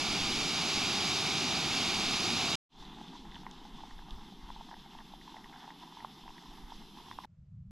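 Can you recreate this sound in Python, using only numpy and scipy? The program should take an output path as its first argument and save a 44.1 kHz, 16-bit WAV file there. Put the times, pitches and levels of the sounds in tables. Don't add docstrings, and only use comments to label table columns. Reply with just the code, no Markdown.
import sys
import numpy as np
from scipy import signal
from scipy.fft import rfft, irfft
from scipy.io import wavfile
from scipy.ndimage import uniform_filter1d

SR = 44100
rng = np.random.default_rng(int(sys.argv[2]) if len(sys.argv) > 2 else 0)


def materialize(psi):
    bounded = np.clip(np.atleast_2d(psi).T, -1, 1)
    quanta = np.round(bounded * 32767).astype(np.int16)
    wavfile.write(sys.argv[1], SR, quanta)


def to_linear_factor(level_db):
    exponent = np.asarray(level_db, float) / 20
    return 10 ** exponent


N = 339999
T = np.arange(N) / SR
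HZ = np.fft.rfftfreq(N + 1, 1 / SR)
LULL_DB = -70.5

# full flame ends, fade-in starts, fade-in ends, open air starts [t/s]
CUTS_S = (2.555, 2.69, 2.808, 7.255)
# [f/Hz, density/dB per Hz]
BREEZE_SPECTRUM = [(8, -3), (25, 0), (45, -7), (62, -15), (85, -25), (125, -36), (400, -120)]
# [f/Hz, width/Hz, gain/dB]
LOW_ECHO_COMB = [(2350, 200, -4), (3360, 90, -4.5), (3490, 90, 2.5), (3620, 130, 1), (3830, 130, -1.5),
                 (4210, 80, -3), (4850, 200, -1.2), (5770, 90, -3.5), (6380, 110, 1.5), (6690, 100, -1.5),
                 (6850, 90, 1), (7110, 110, -2.5), (7250, 100, 1.5)]
# [t/s, peak level/dB, pot ring f/Hz, overtone/dB]
BIG_BUBBLES = [(2.985, -44, 875, -10), (3.013, -38.5, 850, -14), (3.1548, -42.5, 950, -14),
               (3.364, -43, 950, -4), (3.466, -34, 956, -9), (3.652, -42.5, 860, -10),
               (3.836, -37.5, 860, -25), (4.503, -35.5, 940, -12), (4.562, -42, 915, -20),
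               (4.61, -37.5, 850, -23), (4.713, -39.5, 930, -8), (4.73, -40, 840, -14),
               (4.951, -41, 890, -18), (5.137, -39, 830, -24), (5.278, -42, 970, -9),
               (5.343, -40.5, 890, -19.5), (5.367, -41, 820, -10), (5.526, -45, 865, -8),
               (5.678, -39, 880, -20), (5.705, -43, 930, -9.5), (5.971, -40, 955, -19),
               (6.026, -44, 907, -27), (6.0477, -27.5, 980, -24), (6.279, -40.5, 960, -7),
               (6.305, -45, 960, -12), (6.721, -37, 930, -27), (7.1132, -36.5, 1020, -3.5),
               (7.1878, -29, 985, -18), (7.247, -38.5, 880, -8)]
# [t/s, peak level/dB, pot ring f/Hz]
SMALL_BUBBLES = [(7.083, -47, 960), (3.139, -51, 905), (3.252, -45, 890), (3.433, -45, 930),
                 (3.805, -44.5, 885), (3.99, -46.5, 815), (4.021, -49, 980), (4.084, -49, 770),
                 (4.179, -48, 845), (4.286, -52, 837), (4.488, -46, 880), (4.689, -46, 869),
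                 (4.861, -45, 840), (4.988, -46, 980), (5.005, -49, 980), (5.323, -50, 947),
                 (5.458, -45, 1010), (5.561, -44.5, 940), (5.642, -46, 816), (5.836, -43.5, 920),
                 (5.876, -46, 920), (5.923, -45, 1000), (6.006, -46, 900), (6.433, -50, 894),
                 (6.582, -46, 885), (6.972, -44.5, 935), (6.986, -44, 1030), (7.002, -45, 910),
                 (7.066, -49, 1050), (7.236, -44, 953)]


def along(table, column=1):
    rows = np.array(table)
    return np.interp(T, rows[:, 0], rows[:, column])


def across(table, hz):
    rows = np.array(table)
    return np.interp(np.log(hz + 1), np.log(rows[:, 0] + 1), rows[:, 1])


def filtered(x, gain):
    return irfft(rfft(x, N + 1) * gain, N + 1)[:N]


def walk(rate_hz, count):
    size = max(int(SR / rate_hz), 1)
    steps = np.repeat(rng.standard_normal((count, N // size + 1)), size, axis=1)[:, :N]
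    smooth = uniform_filter1d(uniform_filter1d(steps, size), size)
    return smooth / smooth.std()


def colour(x, spectrum):
    y = filtered(x, to_linear_factor(across(spectrum, HZ)) * (HZ > 0))
    return y / y.std()


def turbulence(spectrum, swell_db, swell_hz, flicker_db, flicker_hz, count=6):
    bins = rfft(rng.standard_normal(N + 1)) * to_linear_factor(across(spectrum, HZ)) * (HZ > 0)
    low, high = np.log(spectrum[0][0]), np.log(spectrum[-1][0])
    place = np.clip((np.log(HZ + 1) - low) / (high - low), 0, 1) * (count - 1)
    level_db = swell_db * walk(swell_hz, 1) + flicker_db * walk(flicker_hz, count)
    y = np.zeros(N)
    for k in range(count):
        band = np.clip(1 - abs(place - k), 0, 1)
        y += to_linear_factor(level_db[k]) * irfft(bins * band, N + 1)[:N]
    return y / y.std()


def ring(x, modes):
    lift_db = sum(db / (1 + (2 * (HZ - f) / width) ** 2) for f, width, db in modes)
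    y = filtered(x, to_linear_factor(lift_db))
    return y * x.std() / y.std()


def warming(x, modes, change, start_s, end_s):
    warm = np.clip((T - start_s) / (end_s - start_s), 0, 1) - 0.5
    cold = ring(x, modes + [(f, width, -db) for f, width, db in change])
    hot = ring(x, modes + [(f, width, db) for f, width, db in change])
    return (cold + hot) / 2 + warm * (hot - cold)


def gusts(table):
    s, db, fade_s = np.transpose(table)[:, :, None]
    u = (T[::64] - s) / fade_s
    swell = to_linear_factor(db) * np.exp(np.minimum(-u, u / 0.5))
    return to_linear_factor(LULL_DB) + np.interp(T, T[::64], swell.max(axis=0))


def blips(times_s, db, hz, ring_ms, rise):
    t = np.arange(512) / SR
    u = t / (ring_ms[:, None] / 1000)
    envelope = (u / rise) ** rise * np.exp(rise - u)
    tones = to_linear_factor(db)[:, None] * envelope * np.sin(2 * np.pi * hz[:, None] * t)
    out = np.zeros(N + 512)
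    np.add.at(out, (times_s * SR).astype(int)[:, None] + np.arange(512), tones)
    return out[:N]


def full_flame():
    # [f/Hz, density/dB per Hz]
    roar_spectrum = [(35, -31.5), (60, -12), (163, -2.5), (215, -1), (344, -4), (404, -6), (534, -17.5),
                     (782, -4), (960, -10.5), (1230, -8), (1580, -14), (2000, -16), (2600, -54.5),
                     (4400, -120)]
    jet_spectrum = [(1200, -45), (1850, -16), (2050, -6.4), (2250, 0.0), (3000, -0.8), (5100, -2.6),
                    (5600, -4.8), (6900, -8.5), (7800, -15.0), (8700, -23.3), (9800, -19.4), (11000, -24.7),
                    (12300, -28.9), (14300, -39.7)]
    # [f/Hz, width/Hz, gain/dB]
    metal_rings = [(2400, 200, 1.4), (2750, 220, 1.7), (3100, 200, -1.0), (3720, 300, 3.9),
                   (4230, 130, 1.2), (4450, 150, -2.3), (4680, 250, 3.6), (5040, 150, 2.8),
                   (5350, 150, -3.1), (6350, 200, 0.7), (6600, 200, -1.1), (7350, 200, -3.3),
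                   (9860, 300, 1.0), (13200, 200, -0.3)]
    echo_comb = [(1750, 150, 2), (1990, 100, -2.8), (2580, 80, -1), (3450, 70, -1), (3600, 150, 1.3),
                 (4080, 150, -1.5), (4230, 90, 1.2), (4640, 100, 1), (5040, 80, .8), (5500, 130, 1.5),
                 (6390, 80, 1.2), (6510, 130, -1.5), (6870, 130, 1.7), (7500, 130, 1)]
    warm_change = [(3700, 300, 1.5), (4680, 250, -1)]
    # [f/Hz, level/dB]
    balance = [(60, -1), (110, -0.5), (200, -0.5), (370, -0.5), (670, -1.5), (1230, -2.5), (2240, -1.0),
               (4110, -1.5), (7510, 0), (13700, 2.5)]
    # [f/Hz, phase/rad]
    phase = [(0, 0), (1700, -.12), (2400, -.45), (3500, -.6), (5200, -.42), (7000, -.3), (9000, -.05),
             (14000, 0)]
    # [f/Hz, correlation]
    likeness = [(60, .97), (300, .995), (1500, .98), (2000, .94), (2500, .975), (6500, .95), (8200, .8),
                (10000, .82), (11500, .85), (12400, .3), (14000, .6)]
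    # [peak t/s, peak level/dB, fade/s]
    wind_gusts = [
        (.09, -45.5, .25),
        (.8, -58.5, 0.5),
        (1.62, -59, .5),
        (2.06, -51.5, .28),
    ]

    def burn():
        roar = turbulence(roar_spectrum, 0.12, 6.7, 0.62, 11.82)
        jet = turbulence(jet_spectrum, 0.27, 8.3, 0.38, 25.0)
        jet = warming(jet, metal_rings + echo_comb, warm_change, 0, CUTS_S[0])
        return to_linear_factor(-4.5) * roar + to_linear_factor(0.33) * jet

    alike = np.clip(across(likeness, HZ), 0.05, 0.999)
    tilt = to_linear_factor(across(balance, HZ) / 2) * np.exp(0.5j * across(phase, HZ))
    direct = rfft(burn(), N + 1)
    scattered = rfft(burn(), N + 1) * np.sqrt((1 - alike) / (1 + alike))
    ports = irfft([tilt * (direct + scattered), (direct - scattered) / tilt], N + 1)[:, :N]
    start_db, climb_db_per_s = -34, 0.42
    mid, side = (turbulence(BREEZE_SPECTRUM, 1.5, 11.0, 1.6, 4.8, count=2) for _ in range(2))
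    rumble = mid + to_linear_factor(-11.5) * side * np.array([[1], [-1]])
    return ports * to_linear_factor(start_db + climb_db_per_s * T) + rumble * gusts(wind_gusts)


def low_flame():
    # [f/Hz, density/dB per Hz]
    roar_spectrum = [(60, -33), (120, -20.5), (142, -5.5), (190, -0.8), (290, -5), (395, -10.5),
                     (530, -25.5), (620, -47), (1300, -120)]
    jet_spectrum = [(1400, -35), (2400, -8.6), (2900, -4.6), (3500, 0), (4300, -10.2), (5200, -9.4),
                    (6100, -13), (6700, -20.3), (7500, -20.6), (8700, -26.6), (9400, -32), (11000, -60)]
    nozzle_spectrum = [(7000, -40), (9400, -11), (10400, -.5), (11900, 0), (12800, -4), (13500, -11),
                       (13800, -20), (14300, -32)]
    # [f/Hz, width/Hz, gain/dB]
    metal_rings = [(3229, 130, 3.2), (3488, 250, 1.4), (4048, 166, 5.6), (4478, 186, 3.8), (5124, 250, 3.9),
                   (6072, 250, 1.9), (6847, 158, 3.0), (7235, 184, 3.2), (7622, 135, 2.0), (9043, 133, 2.7),
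                   (9388, 140, 2.6), (9776, 155, 3.6), (10422, 200, 4.7), (10766, 159, 4.2),
                   (11455, 250, 4.1), (11929, 235, 2.3), (12489, 250, 3.5)]
    nozzle_comb = [(8130, 100, 2), (9050, 90, 1.5), (9210, 110, -2), (9670, 130, 3), (10400, 150, 1.5),
                   (10570, 110, -3), (10770, 90, 1.5), (10930, 130, -3), (11190, 110, 2), (11780, 110, -3),
                   (12300, 90, 2), (13220, 110, 2.5), (13630, 150, 4)]
    warm_change = [(4900, 200, 2), (5400, 300, 3), (7700, 250, 1.5)]
    # [t/s, jet level/dB]
    valve = [(2.8, -60), (3.05, -57.5), (3.9, -61), (4.9, -61), (7.2, -59)]
    # [peak t/s, peak level/dB, fade/s]
    breeze_gusts = [(2.8, -50, .1), (2.93, -50, 0.065), (3.25, -49, 0.14), (3.56, -53, 0.11),
                    (3.74, -52, 0.12), (3.94, -42.5, .09), (4.13, -39.5, 0.067), (4.46, -45, 0.084),
                    (4.57, -47, .04), (4.78, -53, 0.087), (4.99, -49, .06), (5.17, -54, 0.13),
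                    (5.45, -57, 0.088), (5.81, -62, 0.045), (6.27, -50, 0.045), (6.5, -57, .1),
                    (6.64, -47.5, .08), (6.78, -50, .1), (7.0, -61, .08), (7.17, -60, .08)]
    # [f/Hz, level/dB]
    side_spectrum = [(60, -23.5), (110, -26), (200, -39), (370, -27), (670, -30), (1230, -28.5),
                     (2240, -25), (4110, -21.5), (7510, -19.5), (13700, -5)]
    # [t/s, side gain/dB]
    widening = [(2.8, -14), (5.0, -10.5), (5.6, 2.5), (6.2, 4.5), (7.26, 10.5)]
    top_widening = [(2.8, -25.0), (3.3, -16), (3.6, 6), (7.26, -2)]
    # [f/Hz, density/dB per Hz]
    flap_spectrum = [(35, -30), (60, -5.5), (90, -0.5), (125, -3.5), (200, -41.5)]
    # [peak t/s, peak level/dB, fade/s]
    flaps = [(3.36, -63.5, 0.084), (3.8, -65.5, 0.11), (4.13, -59.5, .08), (6.07, -61.5, .12),
             (5.33, -67.5, .1), (6.58, -62, .05), (7.12, -58.5, .12)]
    since_s = T - CUTS_S[2]
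    modes = metal_rings + LOW_ECHO_COMB + nozzle_comb

    def burn():
        valve_db = along(valve)
        roar = turbulence(roar_spectrum, 0.41, 10.0, 0.52, 24.0, count=3)
        roar *= to_linear_factor(valve_db + 5 - 0.66 * since_s)
        jet = turbulence(jet_spectrum, 0.9, 25.0, 1.3, 30.0, count=4) * to_linear_factor(valve_db + 0.73)
        nozzle = turbulence(nozzle_spectrum, 0.59, 17.0, 0.7, 30.0, count=2)
        nozzle *= to_linear_factor(-82 + 1.5 * since_s)
        hiss = warming(jet + nozzle, modes, warm_change, CUTS_S[2], CUTS_S[3])
        breeze = turbulence(BREEZE_SPECTRUM, 0.6, 4.3, 0.6, 4.3, count=2) * gusts(breeze_gusts)
        return roar + hiss + breeze

    knocks = pot()
    mid = burn() + knocks
    other = burn() - knocks
    below = 1 / (1 + (HZ / 11000) ** 16)
    side_gain = to_linear_factor(across(side_spectrum, HZ))
    lows = filtered(other, side_gain * below)
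    top = filtered(other, side_gain * (1 - below))
    side = lows * to_linear_factor(along(widening)) + top * to_linear_factor(along(top_widening))
    cloth = colour(rng.standard_normal(N), flap_spectrum)
    mid += cloth * (gusts(flaps) - to_linear_factor(LULL_DB))
    return np.array([mid + side, mid - side])


def pot():
    # [t/s, peak level/dB, pot ring f/Hz]
    pips = [(2.825, -48, 875), (2.849, -50, 853), (2.866, -49, 877), (2.929, -49, 942), (2.973, -48, 800),
            (3.045, -48, 980), (3.129, -46, 800), (3.163, -49, 883), (3.453, -51, 850), (3.474, -49, 985),
            (3.508, -50, 891), (3.658, -48, 842), (3.69, -50, 842), (3.784, -48, 1020), (3.793, -49, 896),
            (3.874, -49, 966), (3.909, -50, 1070), (4.21, -49.5, 1000), (4.324, -48, 794),
            (4.479, -51, 931), (4.573, -49, 891), (4.7235, -49, 864), (4.7405, -43, 885), (4.766, -48, 818),
            (5.293, -50, 966), (5.358, -47, 842), (5.3825, -46, 929), (5.4965, -47, 837),
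            (5.5385, -50, 907), (5.629, -48, 923), (5.657, -50, 869), (5.688, -47, 861), (5.7185, -46, 912),
            (5.7605, -49, 853), (5.8155, -49, 950), (5.826, -50, 947), (5.869, -50, 958), (5.884, -49, 934),
            (5.947, -50, 915), (5.9855, -47, 950), (5.992, -50, 966), (6.237, -51, 996), (6.258, -48, 804),
            (6.265, -48, 920), (6.293, -46, 829), (6.366, -50, 999), (6.381, -51, 921), (6.457, -49, 1010),
            (6.483, -50, 1010), (6.531, -51, 834), (6.635, -48.5, 918), (6.681, -51, 894),
            (6.7005, -48, 907), (7.1315, -50, 939), (7.2045, -48, 1050)]
    # [t/s, peak level/dB, f/Hz]
    ticks = [(2.852, -40, 3710), (3.0832, -41, 3190), (3.1787, -44, 3470), (3.3146, -43, 3470),
             (3.3444, -41, 3430), (3.3466, -41, 3300), (2.947, -43, 3400), (3.0628, -43, 3400),
             (3.3559, -36, 3120), (3.4653, -34.5, 2000), (3.5133, -41, 3400), (3.805, -43, 3220),
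             (3.909, -44, 1790), (3.9821, -47, 3430), (4.1075, -36, 3400), (4.111, -38, 3300),
             (4.7165, -47, 1700), (4.7407, -43, 1800), (4.9864, -45, 3170), (5.2135, -46, 1950),
             (5.367, -42, 1950), (5.4433, -47, 3060), (5.443, -42, 1900), (5.5376, -46, 1580),
             (5.6836, -47, 3270), (5.7046, -44, 1940), (6.004, -43, 1980), (6.29, -46, 2700),
             (3.99, -48, 1650), (4.9875, -50, 1900), (3.32, -46, 1910), (3.345, -46, 1800),
             (3.3563, -47, 1800), (5.0038, -46, 1820), (5.5306, -46, 2040), (5.5592, -49, 1600),
             (7.126, -46, 1900), (7.2405, -45, 1960), (6.381, -42, 1900), (6.705, -43, 3400),
             (7.1125, -48, 3500)]
    # [t/s, peak level/dB, f/Hz]
    snaps = [
        (2.8293, -47, 5090),
        (3.5119, -41, 6070),
        (4.1081, -44, 5250),
        (5.3664, -56.5, 5100),
        (6.3814, -54, 5180),
    ]
    # [f/Hz, density/dB per Hz]
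    patter_spectrum = [(310, -50), (520, -41), (593, -20), (756, -2.5), (921, -0.5), (1150, -9),
                       (1450, -15), (2030, -16.5), (2360, -29), (5500, -120)]
    simmer_spectrum = [(310, -50), (520, -39), (593, -18.5), (756, -2), (921, 0.5), (1450, -11.5),
                       (2030, -11), (2200, -12), (2320, -30), (2500, -29), (3250, -44), (5500, -120)]
    # [t/s, level/dB]
    boil = [(2.8, -55.5), (4.4, -58.5), (5.2, -58), (5.6, -57), (7.2, -58)]

    overtone_db = -13
    bubbles = BIG_BUBBLES + [row + (overtone_db,) for row in SMALL_BUBBLES + pips]
    s, db, hz, over_db = np.transpose(bubbles)
    ring_ms = 0.55 - 0.02 * (db + 39)
    knocks = -blips(s - 0.0008, db, hz, np.clip(1.75 * ring_ms, 0.2, 2), 2.2)
    knocks += blips(s, db + over_db + 3, 1.85 * hz, np.clip(0.71 * ring_ms, 0.1, 2), 0.77)

    s, db, hz = np.transpose(ticks)
    for late_s, echo_db in ((0, 0), (0.0037, -9)):
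        knocks += blips(s + late_s, db - 1.5 + echo_db, hz, np.clip(1150 / hz, 0.1, 2), 1.3)
    s, db, hz = np.transpose(snaps)
    knocks += blips(s, db + 0.1, hz, np.clip(800 / hz, 0.03, 2), 1.1)

    when, size = rng.random((2500, 2)).T
    pulses = to_linear_factor(-3.5 * np.log(size + 0.06)) * rng.choice([-1, 1], len(when))
    patter = np.zeros(N)
    np.add.at(patter, (when * N).astype(int), pulses)
    burst_db = 2.7 * np.minimum(walk(18.0, 1)[0], 0.74)
    patter = colour(patter * to_linear_factor(burst_db + 6 * crowd()), patter_spectrum)
    seethe = turbulence(simmer_spectrum, 1.5, 14.0, 2.0, 30.0, count=4)
    water = to_linear_factor(along(boil)) * (to_linear_factor(-6.5) * patter + to_linear_factor(-4) * seethe)
    return ring(knocks, LOW_ECHO_COMB[:1]) + water


def crowd():
    s = np.array([row[0] for row in BIG_BUBBLES + SMALL_BUBBLES])[:, None]
    spread_s = 0.022
    return np.interp(T, T[::64], np.exp(-((T[::64] - s) / spread_s) ** 2).max(axis=0))


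def open_air():
    # [f/Hz, density/dB per Hz]
    wind_spectrum = [(10, -20), (25, -12), (50, -8), (110, 0), (170, -5), (200, -14), (230, -24),
                     (265, -48), (330, -62), (600, -120)]
    noise_spectrum = [(180, -24), (300, -3), (376, -11.5), (670, -11), (726, -16), (1360, -16), (1470, -19),
                      (4540, -27), (7700, -30), (8800, -42), (14000, -50)]
    # [peak t/s, peak level/dB, fade/s]
    wind_gusts = [
        (7.3, -58, .08),
        (7.405, -50.5, .05),
        (7.56, -47.5, .15),
        (7.71, -45.5, 0.14),
    ]
    wind = turbulence(wind_spectrum, 0.4, 6.74, 0.8, 13.0, count=2) * gusts(wind_gusts)
    mid, side = (colour(rng.standard_normal(N), noise_spectrum) * to_linear_factor(-84.5) for _ in range(2))
    return wind + mid + to_linear_factor(-5.5) * side * np.array([[1], [-1]])


def scene():
    out_s, fade_s, full_s, open_s = CUTS_S
    fade = np.clip((T - fade_s) / (full_s - fade_s), 0, 1) ** 1.4
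    full = full_flame() * (T < out_s)
    low = low_flame() * fade * (T < open_s)
    return full + low + open_air() * (T >= open_s)


def band_limit(x):
    return signal.sosfilt(signal.butter(12, 14420, fs=SR, output="sos"), x)


def record(dry):
    return band_limit(dry)


dry = scene()
out = record(dry)
materialize(out)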